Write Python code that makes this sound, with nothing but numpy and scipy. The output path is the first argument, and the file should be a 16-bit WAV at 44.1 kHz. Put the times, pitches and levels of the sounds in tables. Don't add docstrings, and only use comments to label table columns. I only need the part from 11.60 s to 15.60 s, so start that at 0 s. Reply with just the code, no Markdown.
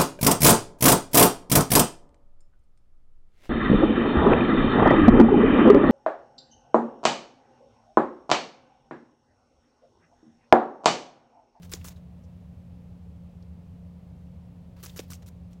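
import sys
import numpy as np
from scipy import signal
from scipy.fft import rfft, irfft, next_fast_len
from scipy.io import wavfile
from scipy.ndimage import uniform_filter1d, map_coordinates

SR = 44100
rng = np.random.default_rng(int(sys.argv[2]) if len(sys.argv) > 2 else 0)


def generate_wav(sig):
    pcm = np.round(np.clip(np.atleast_2d(sig).T, -1, 1) * 32767).astype(np.int16)
    wavfile.write(sys.argv[1], SR, pcm)


N = 176400
SNAP_ATTACK_S = 0.00008


def amp(db):
    return 10 ** (np.asarray(db) / 20)


def unit(x):
    return x / np.sqrt(np.mean(x ** 2) + 1e-20)


def along(points, hz):
    f, value = np.transpose(points)
    return np.interp(np.log(hz + 1), np.log(f + 1), value)


def wobble(rate, size=N):
    return map_coordinates(rng.standard_normal(size // 8), [np.arange(size) * rate / SR], mode="wrap")


def filtered(x, response):
    size = next_fast_len(N + SR // 2)
    return irfft(rfft(x, size) * response(np.fft.rfftfreq(size, 1 / SR)), size)[:N]


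def noise(spectrum, patchy_db=0, tilt_db=0, size=N):
    white = signal.stft(rng.standard_normal(size), nperseg=256)[2]
    patches = uniform_filter1d(rng.standard_normal(white.shape), size=7, axis=0)
    patches = uniform_filter1d(patches, size=3, axis=1)
    mottled = signal.istft(white * amp(patchy_db * unit(patches)), nperseg=256)[1][:size]
    hz = np.fft.rfftfreq(size, 1 / SR)
    shape_db = along(spectrum, hz) + tilt_db * np.log2(hz + spectrum[0][0])
    return unit(irfft(rfft(mottled) * amp(shape_db), size))


def envelope(t, length, attack, t60):
    return np.clip(t / attack, 0, 1) * amp(-60 * np.maximum(t - length, 0) / t60)


def add(out, s, sound):
    part = out[max(round(s * SR), 0):][:len(sound)]
    part += sound[:len(part)]


def fan():
    # f/Hz, relative level/dB
    rumble = [(22, -25), (32, -50), (42, -7), (53, -18), (65, -7.5), (77, 2.5), (92, -1), (105, -6.5),
              (120, -8), (155, -9.5), (190, -13.5), (225, -17.5), (270, -26), (400, -63.5)]
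    air = [(130, -27.5), (220, -10), (275, -1.5), (330, -14), (400, -9), (540, -6), (610, -10), (800, -14),
           (1550, -27), (2600, -27.5), (7200, -39), (16000, -48)]
    hum_hz, drift_rad, waver_db = 175.67, 0.19, 0.9
    phase = 2 * np.pi * hum_hz * np.arange(N) / SR + drift_rad * wobble(5)
    hum = unit(np.sin(phase) * amp(waver_db * wobble(10)))
    return amp(-49) * hum + amp(-46.5) * noise(rumble) + amp(-61.5) * noise(air)


def walls(x):
    # f/Hz, T60/s
    decay_times = [(200, 0.23), (2000, 0.45), (7000, 0.33), (15000, 0.35)]
    hz, t, white = signal.stft(rng.standard_normal(SR // 2), SR, nperseg=256)
    decay = amp(-60 * t / along(decay_times, hz)[:, None])
    tail = signal.istft(white * decay, SR, nperseg=256)[1]
    return signal.fftconvolve(x, tail / np.linalg.norm(tail))[:N]


def rubbing(movements, spectrum, attack, t60, patchy_db, grain_db=1.5):
    clump_rate, barb_rate = 455, 2900
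    out, t = np.zeros(N), np.arange(SR // 10) / SR
    for s, length, db, tilt_db in movements:
        grain = unit(amp(grain_db * (wobble(clump_rate, len(t)) + wobble(barb_rate, len(t)))))
        hiss = noise(spectrum, patchy_db, tilt_db, size=len(t))
        add(out, s, amp(db) * envelope(t, length, attack, t60) * grain * hiss)
    return out


def brush():
    # t/s, duration/s, level/dB, tilt/(dB per octave)
    movements = [(.019, 0.038, -57.5, -0.5), (.062, 0.027, -71, 1), (.094, .02, -61, 0.5),
                 (.175, 0.073, -66, -1), (3.163, 0.044, -63, -3.5), (3.195, .032, -65, 1.5),
                 (3.305, 0.051, -62, 1.5), (3.408, .032, -61, 0), (3.476, .022, -66, 2.5),
                 (3.555, 0.013, -66, .5), (3.905, .028, -71.5, -0.5)]
    # f/Hz, relative level/dB
    spectrum = [(200, -6), (1000, -1.5), (2500, -3.5), (4500, -1.5), (6500, -7.5), (8500, -9.5),
                (12000, -8), (16000, -5)]
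    return rubbing(movements, spectrum, attack=0.0031, t60=0.068, patchy_db=1, grain_db=1)


def zips():
    # t/s, duration/s, level/dB, centre f/Hz
    slides = [(0.121, 0.0062, -48, 2850), (0.148, .005, -47, 6160), (0.211, .005, -56, 2600),
              (0.359, 0.013, -66, 3930), (0.635, 0.016, -71.5, 5960), (1.824, 0.0026, -64.5, 4800),
              (3.294, 0.0073, -53.5, 3800), (3.386, 0.0022, -51, 2820), (3.551, 0.0036, -52, 6500)]
    out, t = np.zeros(N), np.arange(SR // 20) / SR
    for s, length, db, hz in slides:
        band = [(hz / 4, -26), (hz / 2, -13), (hz, 0), (2 * hz, -26)]  # f/Hz, relative level/dB
        add(out, s, amp(db) * envelope(t, length, attack=0.0022, t60=0.028) * noise(band, size=len(t)))
    return out


def drag():
    # t/s, duration/s, level/dB, tilt/(dB per octave)
    movements = [(.022, 0.013, -64, -5), (.048, 0.0059, -60, 0.5), (.138, 0.0033, -44.5, -1.5),
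                 (.145, 0.01, -46.5, 7), (.157, 0.019, -55, -1), (.284, 0.0041, -51.5, 0),
                 (.297, 0.027, -57, 0.5), (.362, 0.022, -70, -0.5), (3.263, 0.0027, -43, 3),
                 (3.274, 0.03, -57, 2), (3.393, 0.01, -43.5, 1.5), (3.537, 0.014, -50, 4),
                 (3.621, 0.0086, -55.5, -2), (3.679, 0.0063, -55.5, 1)]
    # f/Hz, relative level/dB
    spectrum = [(100, -25), (250, 1), (500, 2), (800, 5), (1300, -2), (2500, -2), (3700, -2.5),
                (5000, -4.5), (6700, -2), (9000, -11), (12000, -11), (16000, -11.5)]
    return rubbing(movements, spectrum, attack=0.0012, t60=0.036, patchy_db=2)


def dish():
    # t/s, peak level/dB, upper cutoff f/Hz
    blows = [(0.138, -34.5, 434), (3.3934, -26.5, 544)]
    low_hz = 235
    highpass = signal.butter(4, low_hz, "high", fs=SR, output="sos")
    out = np.zeros(N)
    for s, db, top_hz in blows:
        lowpass = signal.butter(8, top_hz, fs=SR, output="sos")
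        thud = signal.sosfilt(np.vstack([lowpass, highpass]), signal.unit_impulse(SR // 10))
        add(out, s, amp(db) * thud / np.abs(thud).max())
    return out


def crack(t, hz):
    return np.sin(2 * np.pi * hz * t) * envelope(t, SNAP_ATTACK_S, SNAP_ATTACK_S, t60=3.4 / hz)


def slaps():
    # t/s, level/dB, f/Hz
    snaps = [(0.0325, -36, 4960), (.0957, -43, 5500), (0.1366, -13.5, 6000), (0.2479, -33.5, 1460),
             (0.2785, -33, 4200), (0.285, -29, 5450), (3.2612, -26, 5070), (3.3924, -23, 4060),
             (3.5050, -28, 9050), (3.534, -25.5, 4900), (3.932, -43, 5250)]
    # f/Hz, relative level/dB
    leaf = [(200, 24.5), (700, -29), (1200, -34), (2400, -24), (4000, 4), (5800, 16), (7500, 11),
            (10000, 0), (16000, -23)]
    shiver_db, neighbour_db, neighbour_ratio = -19, -11, 0.73
    scatter_s, scatter_octaves = 0.001, 0.62
    out, t = np.zeros(N), np.arange(SR // 20) / SR
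    for s, db, hz in snaps:
        shiver = noise(leaf, size=len(t)) * envelope(t, 0, SNAP_ATTACK_S, t60=0.047)
        add(out, s, amp(db) * (crack(t, hz) + amp(shiver_db) * shiver))
        for lag, detune in rng.uniform(-1, 1, size=(5, 2)):
            neighbour_hz = hz * neighbour_ratio * 2 ** (scatter_octaves * detune)
            add(out, s + scatter_s * lag, amp(db + neighbour_db) * crack(t, neighbour_hz))
    return out


def flap():
    # t/s, duration/s, level/dB, tilt/(dB per octave)
    movements = [(.118, 0.007, -44, 7), (.245, 0.0061, -55.5, 1), (3.230, .012, -55, -6)]
    # f/Hz, relative level/dB
    spectrum = [(200, -25), (750, -16), (1150, 1.5), (1550, 1), (2000, -6), (2800, -14), (3700, -28),
                (16000, -56)]
    return rubbing(movements, spectrum, attack=0.003, t60=0.08, patchy_db=-6)


def swish():
    # t/s, duration/s, level/dB, tilt/(dB per octave)
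    movements = [(.116, 0.013, -40, 1), (.243, 0.014, -44, 0), (.260, 0.03, -47, 0.2),
                 (3.228, 0.026, -43, 0), (3.361, 0.024, -44, -0.9), (3.501, 0.006, -47, -2.7),
                 (3.509, 0.017, -44, 0.5), (3.661, 0.027, -55.5, -0.5)]
    # f/Hz, relative level/dB
    spectrum = [(150, 4), (350, 4), (520, 4), (730, -14), (1100, 1), (1500, 2.5), (2000, -5), (2500, -1.5),
                (3400, -3), (6300, 2), (8500, 0), (11000, -2.5), (15500, 2)]
    return rubbing(movements, spectrum, attack=0.0011, t60=0.036, patchy_db=2.5)


def scene():
    bird = flap() + swish() + drag() + brush() + zips() + slaps() + dish()
    return (bird + amp(-18) * walls(bird) + fan())[None]


def record(dry):
    cutoff_hz = 15950
    return filtered(dry[0], lambda hz: hz < cutoff_hz)[None]


dry = scene()
out = record(dry)
generate_wav(out)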